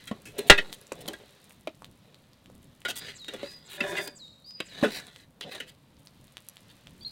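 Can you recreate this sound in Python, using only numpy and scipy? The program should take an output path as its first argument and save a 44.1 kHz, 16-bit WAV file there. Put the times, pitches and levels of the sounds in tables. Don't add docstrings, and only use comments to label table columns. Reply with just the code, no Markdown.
import sys
import numpy as np
from scipy import signal
from scipy.fft import rfft, irfft
from scipy.io import wavfile
from scipy.ndimage import uniform_filter1d

SR = 44100
rng = np.random.default_rng(int(sys.argv[2]) if len(sys.argv) > 2 else 0)


def to_wav(sig):
    pcm = np.clip(np.atleast_2d(sig), -1, 1) * 32767
    pcm = np.round(pcm).astype(np.int16)
    wavfile.write(sys.argv[1], SR, pcm.T)


N = 313551
TIME = np.arange(N) / SR
AGE = TIME[:SR // 2]
TOP_HZ = 15900


def undb(db):
    return 10 ** (np.asarray(db) / 20)


def unit(x):
    return x / np.sqrt(np.mean(x ** 2))


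def peak(x, db):
    return x * undb(db) / np.abs(x).max()


def burst(x, db, size=353):
    return x * undb(db) / np.sqrt(uniform_filter1d(x ** 2, size).max())


def add(out, start_s, x):
    i = max(int(start_s * SR), 0)
    out[i:i + len(x)] += x[:len(out) - i]


def through(x, response):
    return signal.fftconvolve(x, response)[:len(x)]


def colour(x, points, size=2048):
    hz, db = np.transpose(points)
    bins = np.maximum(np.fft.rfftfreq(size, 1 / SR), 1)
    gain = undb(np.interp(np.log(bins), np.log(hz), db))
    cepstrum = irfft(np.log(gain))
    cepstrum[1:size // 2] *= 2
    cepstrum[size // 2:] = 0
    return through(x, irfft(np.exp(rfft(cepstrum))))


def fade(t60):
    return np.exp(-np.log(1000) * AGE / max(t60, 1e-4))


def mode(hz, t60):
    return np.sin(2 * np.pi * hz * AGE) * fade(t60)


def grains(count, rate, spread_db):
    chance = rng.random(count) < rate / SR
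    size = undb(spread_db * np.minimum(rng.exponential(size=count), 4))
    return unit(chance * size * rng.choice([-1, 1], count))


def walk(rate):
    knots = rng.standard_normal(1024)
    return np.interp(TIME * rate, np.arange(len(knots)), knots)


def contact(crush_s, firm):
    crush_s = max(crush_s, 5e-4)
    rise = 1 - np.exp(-AGE / .0012)
    force = grains(len(AGE), rate=8800, spread_db=3) * np.exp(-AGE / crush_s) * rise
    force /= np.linalg.norm(force)
    force[0] += firm
    return force


def ringing(modes, hold, wash_db, wash_t60):
    tones = sum(rng.choice([-1, 1]) * undb(db) * mode(hz, t60 * hold) for hz, db, t60 in modes)
    wash = unit(rng.standard_normal(len(AGE)) * fade(wash_t60))
    return unit(tones) + undb(wash_db) * wash


def outdoors(x, db, t60):
    age = TIME[:SR]
    decay = np.exp(-np.log(1000) * age / t60)
    build_up = 1 - np.exp(-age / .02)
    tail = rng.standard_normal(SR) * decay * build_up
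    tail = colour(tail / np.linalg.norm(tail), [(5000, 0), (7500, -5), (16000, -14)])
    return x + undb(db) * through(x, tail)


# pitch_hz, level_db
GARDEN_AIR = [(15, -39.5), (25, -16), (117, 4), (195, 3), (405, -13), (516, -2.5), (775, -11),
              (1040, -10.5), (1790, -21), (3720, -27.5), (6560, -32.5), (14400, -28), (16000, -32.5)]


def garden():
    air = unit(colour(rng.standard_normal(N), GARDEN_AIR))
    breeze = unit(colour(rng.standard_normal(N), [
        (20, -7.5), (60, -3.5), (130, 2.0), (280, -4.0), (600, -21.5), (1500, -34.5), (5000, -63.5)]))
    return air * undb(-63 + walk(18)) + breeze * undb(-62.5 + 5.2 * walk(10))


def sing(shape, notes):
    out = np.zeros(N)
    t, hz, db, flutter_hz = np.transpose(shape)
    edges = np.clip(np.minimum(AGE, t[-1] - AGE) / 0.0036, 0, 1)
    loudness = undb(np.interp(AGE, t, db)) * edges
    for start_s, note_db, ratio in notes:
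        flutter = np.interp(AGE, t, flutter_hz) * walk(3500)[:len(AGE)]
        pitch_hz = ratio * np.interp(AGE, t, hz) + flutter
        add(out, start_s, undb(note_db) * loudness * np.sin(2 * np.pi * np.cumsum(pitch_hz) / SR))
    return out


# time_in_note_s, pitch_hz (before any ratio), level_db, flutter_hz
WHISTLE = [(0, 4354, -6, 20), (.015, 4770, -10, 130), (0.051, 4937, -1, 51), (0.084, 4990, -6.5, 30.5),
           (.115, 4938, -1.5, 32), (.145, 4780, -11, 7.88)]
SLUR = [(0, 8200, -18, 600), (.015, 7600, -4, 550), (.03, 7250, -3, 550), (.037, 5400, -14, 600),
        (.05, 4300, -4, 150), (.07, 3900, 0, 30), (.1, 3740, 0, 15), (.125, 3710, -14, 0)]
CHIP = [(0, 3700, -17.5, -4.5), (.004, 3940, 5.5, -9), (.009, 4320, -2, 19), (.022, 4180, 6, 14),
        (.036, 4270, -5, 21), (.044, 4310, -31, 7)]
# start_s, whistle_db, whistle_pitch_ratio, slur_db
PHRASES = [(2.94, -45, .975, -44), (3.442, -44, .995, -51), (3.945, -42, .975, -45), (4.443, -41, 1.0, -49)]
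# start_s, level_db, pitch_ratio
CHIPS = [(7.007, -51, 1.1), (7.011, -58.5, 0.81), (7.046, -36.5, 1.004), (7.091, -58, 1.14)]
SLUR_AFTER_S = .204


def birds():
    whistles = sing(WHISTLE, [(s, db, ratio) for s, db, ratio, _ in PHRASES])
    slurs = sing(SLUR, [(s + SLUR_AFTER_S, db, 1) for s, _, _, db in PHRASES])
    song = outdoors(whistles, db=-6, t60=.4) + outdoors(slurs, db=-3, t60=.8)
    return song + outdoors(sing(CHIP, CHIPS), db=-7.5, t60=0.53)


SMALL_POP_COUNT = 20
SMALL_POP_DB, SMALL_POP_SPREAD_DB = -47, 1.5
SMALL_POP_HZ, SMALL_POP_SPREAD_OCTAVES = 4600, .4


def small_pops():
    times = rng.uniform(0, N / SR, SMALL_POP_COUNT)
    strength, pitch = rng.standard_normal((SMALL_POP_COUNT, 2)).T
    hz = np.minimum(SMALL_POP_HZ * 2 ** (SMALL_POP_SPREAD_OCTAVES * pitch), TOP_HZ)
    return list(zip(times, SMALL_POP_DB + SMALL_POP_SPREAD_DB * strength, hz))


def bowl_echo(x, lag_s=0.01, db=-11):
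    response = undb(-36.0) * rng.standard_normal(len(AGE)) * fade(0.011)
    response[0] += 1
    add(response, lag_s, undb(db) * np.ones(1))
    return through(x, response)


# start_s, level_db, pitch_hz
LOUD_POPS = [(0.728, -20.5, 3980), (0.869, -36, 7450), (0.92, -25.5, 870), (0.814, -34.5, 10800),
             (0.923, -24.5, 7700), (1.059, -31, 3460), (1.293, -40.5, 3780), (1.508, -38, 2560),
             (1.821, -33, 1000), (1.845, -27.5, 3570), (2.145, -36, 3970), (2.333, -41, 4860),
             (2.459, -38.5, 2990), (2.5, -40, 497), (2.818, -37, 2950), (3.246, -30, 3660),
             (4.508, -34, 4910), (5.069, -33.5, 9200), (5.161, -30, 3360), (5.412, -22, 3950),
             (6.072, -32, 4760), (6.37, -24, 3290), (6.487, -23, 11300), (6.569, -32, 3423),
             (6.871, -31, 3170)]
# time_s, level_db (the hiss wanders around it)
STEAM = [(0, -63.5), (1.45, -63.5), (1.7, -70.5), (2.7, -67), (5.3, -75.5), (6.2, -67.5), (6.7, -64.5),
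         (7.1, -65)]
# pitch_hz, level_db
GRIT = [(300, -40), (2000, -15), (4000, -3), (6000, -1), (8500, 0), (11000, -6), (16000, -12)]
FIZZ_DB = -20
TICKS_DB = -4


def fire():
    pops = np.zeros(N)
    for start_s, db, hz in LOUD_POPS + small_pops():
        snap = mode(hz, 0.0014 + 3 / hz)
        fizz = colour(contact(crush_s=0.0009, firm=0.33), GRIT)
        add(pops, start_s, peak(snap, db) + burst(fizz, db + FIZZ_DB, size=88))
    steam_db = np.interp(TIME, *np.transpose(STEAM))
    patter = unit(colour(grains(N, rate=150, spread_db=5), [
        (500, -30), (2500, -9.5), (5000, -8), (9000, 3.5), (16000, -5.5)]))
    ticks = undb(steam_db + TICKS_DB) * patter
    hiss = unit(colour(rng.standard_normal(N), [
        (300, -14), (1200, -3), (2600, -2), (3900, 0), (5200, -8), (9000, -15), (16000, -24)]))
    return bowl_echo(pops + ticks) + hiss * undb(steam_db + walk(2.0))


# start_s, length_s, hiss_db, rasp_db
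SPILLS = [(0.383, .013, -33.5, -38), (0.468, 0.028, -43, -45), (0.721, 0.032, -47, -48.5),
          (1.003, 0.021, -48.5, -52.5), (1.078, 0.012, -36.5, -35), (2.88, 0.039, -39, -33),
          (2.955, 0.043, -37, -43.5), (3.691, 0.086, -48.5, -45.5), (4.0, 0.069, -45.5, -64),
          (4.073, 0.0075, -41, -42.5), (4.901, .1, -44, -37.5), (5.412, 0.036, -66, -40),
          (5.512, 0.029, -52, -49), (5.672, 0.033, -56, -50), (6.687, 0.032, -80, -55.5)]
# pitch_hz, relative level_db, t60_s (each contact's hold scales it)
BOWL = [(183, -14, .16), (312, -12, .14), (365, -8, .13), (398, -4, .2), (585, -3, .15), (690, -7, .1),
        (775, -8, .1), (969, -11, .1), (1163, -17, .12), (1410, 0, .09), (1535, -2, .1), (1650, -4, .14),
        (1790, -7, .11), (1857, 0, .11), (1952, 0, .11), (2065, -3, .1), (2153, -8, .12), (2471, -7, .13),
        (2611, -3, .12), (2824, -3, .11), (2995, -3, .08), (3192, -7, .09), (3340, -9, .09),
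        (3640, -7, .11), (3801, -2, .09), (3905, -5, .09), (4226, -14, .1), (4470, -13, .08),
        (5385, -22, .08)]


def spills():
    out = np.zeros(N)
    for start_s, length_s, hiss_db, rasp_db in SPILLS:
        swell = np.sqrt(np.maximum(AGE * (length_s - AGE), 0))
        shower = grains(len(AGE), rate=21000, spread_db=10.0) * swell
        on_iron = through(shower, ringing(BOWL, hold=0.2, wash_db=14, wash_t60=0.009))
        rasp = colour(on_iron, [
            (300, -13.5), (1300, -13), (3200, 3), (4200, -0.5), (6000, -13), (16000, -31.0)])
        hiss = colour(shower, [(1000, -31), (4000, -12), (9000, 1.0), (12000, -5.0), (16000, -4)])
        add(out, start_s, burst(hiss, hiss_db) + burst(rasp, rasp_db))
    return out


def sliding(force, modes, hold, wash_db, wash_t60, rate=9, count=3):
    shares = np.array([walk(rate) for _ in range(count)])
    shares /= np.linalg.norm(shares, axis=0)
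    return unit(sum(through(force * share, ringing(modes, hold, wash_db, wash_t60)) for share in shares))


# start_s, hold_s, iron_rasp_db, log_rumble_db, release_db_per_s
STROKES = [(0.0, 0.0056, -51, -69, 168), (0.135, 0.018, -66, -52.5, 173), (0.371, 0.26, -53.5, -48.5, 63.5),
           (0.977, .17, -59, -52.5, 57), (2.053, 0.097, -72, -67.5, 197), (2.98, 0.12, -45, -56, 196),
           (3.316, .2, -50, -54, 178), (3.687, 0.093, -53, -59, 198), (3.817, 0.17, -38.5, -35, 176),
           (4.615, 0.21, -54, -70, 83), (4.788, 0.18, -46.5, -48, 170), (5.04, 0.17, -59.5, -67.5, 250),
           (5.455, 0.025, -57.5, -48, 210), (5.522, 0.06, -47.5, -52, 164.5)]
# pitch_hz, relative level_db, t60_s (before hold scales it)
PRESSED_LOG = [(171, -19.5, 0.3), (340, 0, .1), (403, 2.5, 0.13), (585.7, 2.5, 0.24), (710, 2.5, 0.041),
               (780, -4, 0.16), (977, 1, 0.12), (1406, -5, .12), (1675, 16, 0.014), (1730, 3, .14),
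               (2000, 4, 0.017), (2230, -4, 0.034), (2240, -8, 0.13), (2476, 2.5, 0.15), (3150, -18, .07),
               (2960, -7, 0.075), (3330, -5, 0.097), (3600, 5, 0.046), (3480, -4, 0.043), (4150, -9, 0.027)]
STROKE_ATTACK_DB_PER_S = 330.5
ASH_DB, ASH_BUILD_DB_PER_S = -17, 48.5


def dragging():
    out = np.zeros(N)
    slips = grains(N, rate=2600, spread_db=5.0) * undb(1.7 * walk(50))
    pressed = unit(through(slips, ringing(PRESSED_LOG, hold=.7, wash_db=-7, wash_t60=.05)))
    loose = sliding(slips, BOWL, hold=.5, wash_db=10.5, wash_t60=.012)
    fractures = grains(N, rate=6000, spread_db=4.0) * undb(2.4 * walk(76))
    cinders = unit(colour(fractures, GRIT))
    for start_s, hold_s, rasp_db, rumble_db, release_db_per_s in STROKES:
        age = TIME - start_s
        attack_db = STROKE_ATTACK_DB_PER_S * np.minimum(age, 0)
        release_db = release_db_per_s * np.maximum(age - hold_s, 0)
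        effort = undb(attack_db - release_db)
        hiss_db = rasp_db + ASH_DB + ASH_BUILD_DB_PER_S * np.clip(age, 0, hold_s)
        pressure = np.interp(rumble_db, [-48, -40], [0, 1])
        body = np.sqrt(pressure) * pressed + np.sqrt(1 - pressure) * loose
        rumble = unit(colour(body, [(60, -16.5), (180, 4.0), (1000, -4.5), (1500, -20.0), (4000, -51.5)]))
        rasp = unit(colour(body, [
            (300, -32.5), (900, -15), (1450, 3), (4000, 6.5), (5200, -6.5), (8000, -16.0), (16000, -32.5)]))
        out += effort * (rumble * undb(rumble_db) + rasp * undb(rasp_db) + cinders * undb(hiss_db))
    return out


# start_s, thud_db, crack_db, log_pitch_hz, ring_t60_s
KNOCKS = [(0.113, -26, -42, 220, 0.065), (0.389, -28.5, -38, 408, .06), (0.919, -28, -39, 553, 0.025),
          (1.673, -27, -36, 614, 0.031), (3.431, -29, -42.5, 564, 0.096), (4.603, -31, -28.5, 346, 0.026),
          (4.827, -16.5, -37, 255.4, 0.052)]
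# pitch_hz, level_db
THUD = [(40, -33), (130, -19.5), (220, 1), (400, 0.5), (620, -4), (850, -12), (1100, -13.5), (2000, -45),
        (5000, -78.5)]
RING = [(200, -53), (800, -25.5), (1400, 0.5), (2000, 1.5), (3000, 2.5), (3900, -0.5), (4800, -10),
        (7000, -20.5), (16000, -58)]
KNOCK_GRIT_DB = -13


def knocks():
    out = np.zeros(N)
    for start_s, thud_db, crack_db, hz, t60 in KNOCKS:
        force = contact(crush_s=t60 / 9, firm=0.92)
        body = through(force, ringing(BOWL, hold=0.057, wash_db=11.0, wash_t60=0.026))
        wood = unit(mode(hz, t60)) + undb(-5.0) * unit(colour(body, THUD))
        low_cut = signal.butter(3, 0.37 * hz, "highpass", fs=SR, output="sos")
        thud = burst(signal.sosfilt(low_cut, wood), thud_db, size=176)
        crack = burst(colour(body, RING), crack_db)
        grit = burst(colour(force, GRIT), crack_db + KNOCK_GRIT_DB)
        add(out, start_s, thud + crack + grit)
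    return out


# start_s, ring_db, thud_db, tongs_pitch_hz, crush_s
CLANGS = [(0.0731, -31.5, -69, 3214, 0.011), (0.2554, -38.5, -50.5, 2600, 0.03),
          (0.3812, -31.5, -35, 4090, 0.027), (0.5777, -14.5, -36.5, 2555, 0.0067),
          (0.5858, -13.5, -34.5, 1773, 0.0043), (1.0795, -35.5, -36, 3030, 0.016),
          (1.133, -31, -42.5, 1620, 0.0038), (2.8501, -20.5, -39.5, 1440, 0.012),
          (2.8842, -28, -38.5, 1490, 0.017), (2.9034, -36, -65, 3280, 0.015),
          (3.282, -26.5, -44, 3750, 0.0062), (3.3359, -35, -37.5, 3430, 0.0073),
          (3.8051, -15.5, -32, 2660, 0.0028), (3.967, -23, -52, 2020, 0.011),
          (3.9805, -23, -65, 2070, 0.0038), (4.0734, -36, -44, 4960, 0.0041),
          (4.833, -19, -18.5, 1770, 0.0047), (4.842, -18.5, -21.5, 1506, 0.02),
          (4.999, -38, -63, 1460, 0.0036), (5.4089, -30.5, -52, 3440, 0.0015),
          (5.5486, -33.5, -45, 3580, 0.01), (5.6016, -23.5, -46, 2957, 0.006)]
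MIDDLING_RING_DB, CLANG_GRIT_DB, GRIT_PER_RING = -27, -44.5, 0.25


def clangs():
    out = np.zeros(N)
    for start_s, ring_db, thud_db, tongs_hz, crush_s in CLANGS:
        grit_db = CLANG_GRIT_DB + GRIT_PER_RING * (ring_db - MIDDLING_RING_DB)
        force = contact(crush_s, firm=0.39)
        body = through(force, ringing(BOWL, hold=0.33, wash_db=6.5, wash_t60=0.066))
        clink = through(force, mode(tongs_hz, 0.053))
        iron = unit(colour(body, RING)) + undb(0.5) * unit(clink)
        thud = burst(colour(body, THUD), thud_db)
        grit = burst(colour(force, GRIT), grit_db)
        add(out, start_s, peak(iron, ring_db) + thud + grit)
    return out


# pitch_hz, level_db
CRASH = [(53, -48.5), (90, -17), (338, -5), (393, -10), (593, -7), (1070, -16.5), (1380, -10.5), (1910, -8),
         (3740, -9), (4750, -20), (8350, -23.5), (16000, -48)]
# pitch_hz, level_db
HEAVY_RING = [(100, -7), (300, -0.5), (1000, -1), (1900, 1.5), (4000, -2), (5000, -12), (8000, -20.5),
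              (16000, -42)]


def dropped_log(ring_db=-5, crash_db=-4.0, grit_db=-27, thump_db=-22, thump_hz=85, thump_t60=0.11):
    blow = contact(crush_s=.007, firm=1.6)
    crush = contact(crush_s=.0075, firm=0)
    body = through(blow, ringing(BOWL, hold=1.0, wash_db=1.5, wash_t60=0.12))
    ring = burst(colour(body, HEAVY_RING), ring_db)
    crash = burst(colour(crush, CRASH), crash_db) + burst(colour(crush, GRIT), grit_db)
    thump = burst(mode(thump_hz, thump_t60), thump_db)
    out = np.zeros(N)
    add(out, .498, ring + crash + thump)
    return out


def scene():
    close = dropped_log() + clangs() + knocks() + dragging() + spills() + fire()
    return (outdoors(close, db=-12, t60=0.077) + birds() + garden())[None]


def record(dry):
    overload = np.clip(np.abs(dry) - .55, 0, .5)
    bias_swing = signal.butter(1, [2.3, 14], "bandpass", fs=SR, output="sos")
    bias = signal.sosfilt(bias_swing, overload)
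    clipped = np.clip(dry - 3.2 * bias, -.97, .97)
    top_cut = signal.ellip(8, .2, 70, TOP_HZ, fs=SR, output="sos")
    return signal.sosfilt(top_cut, clipped)


dry = scene()
out = record(dry)
to_wav(out)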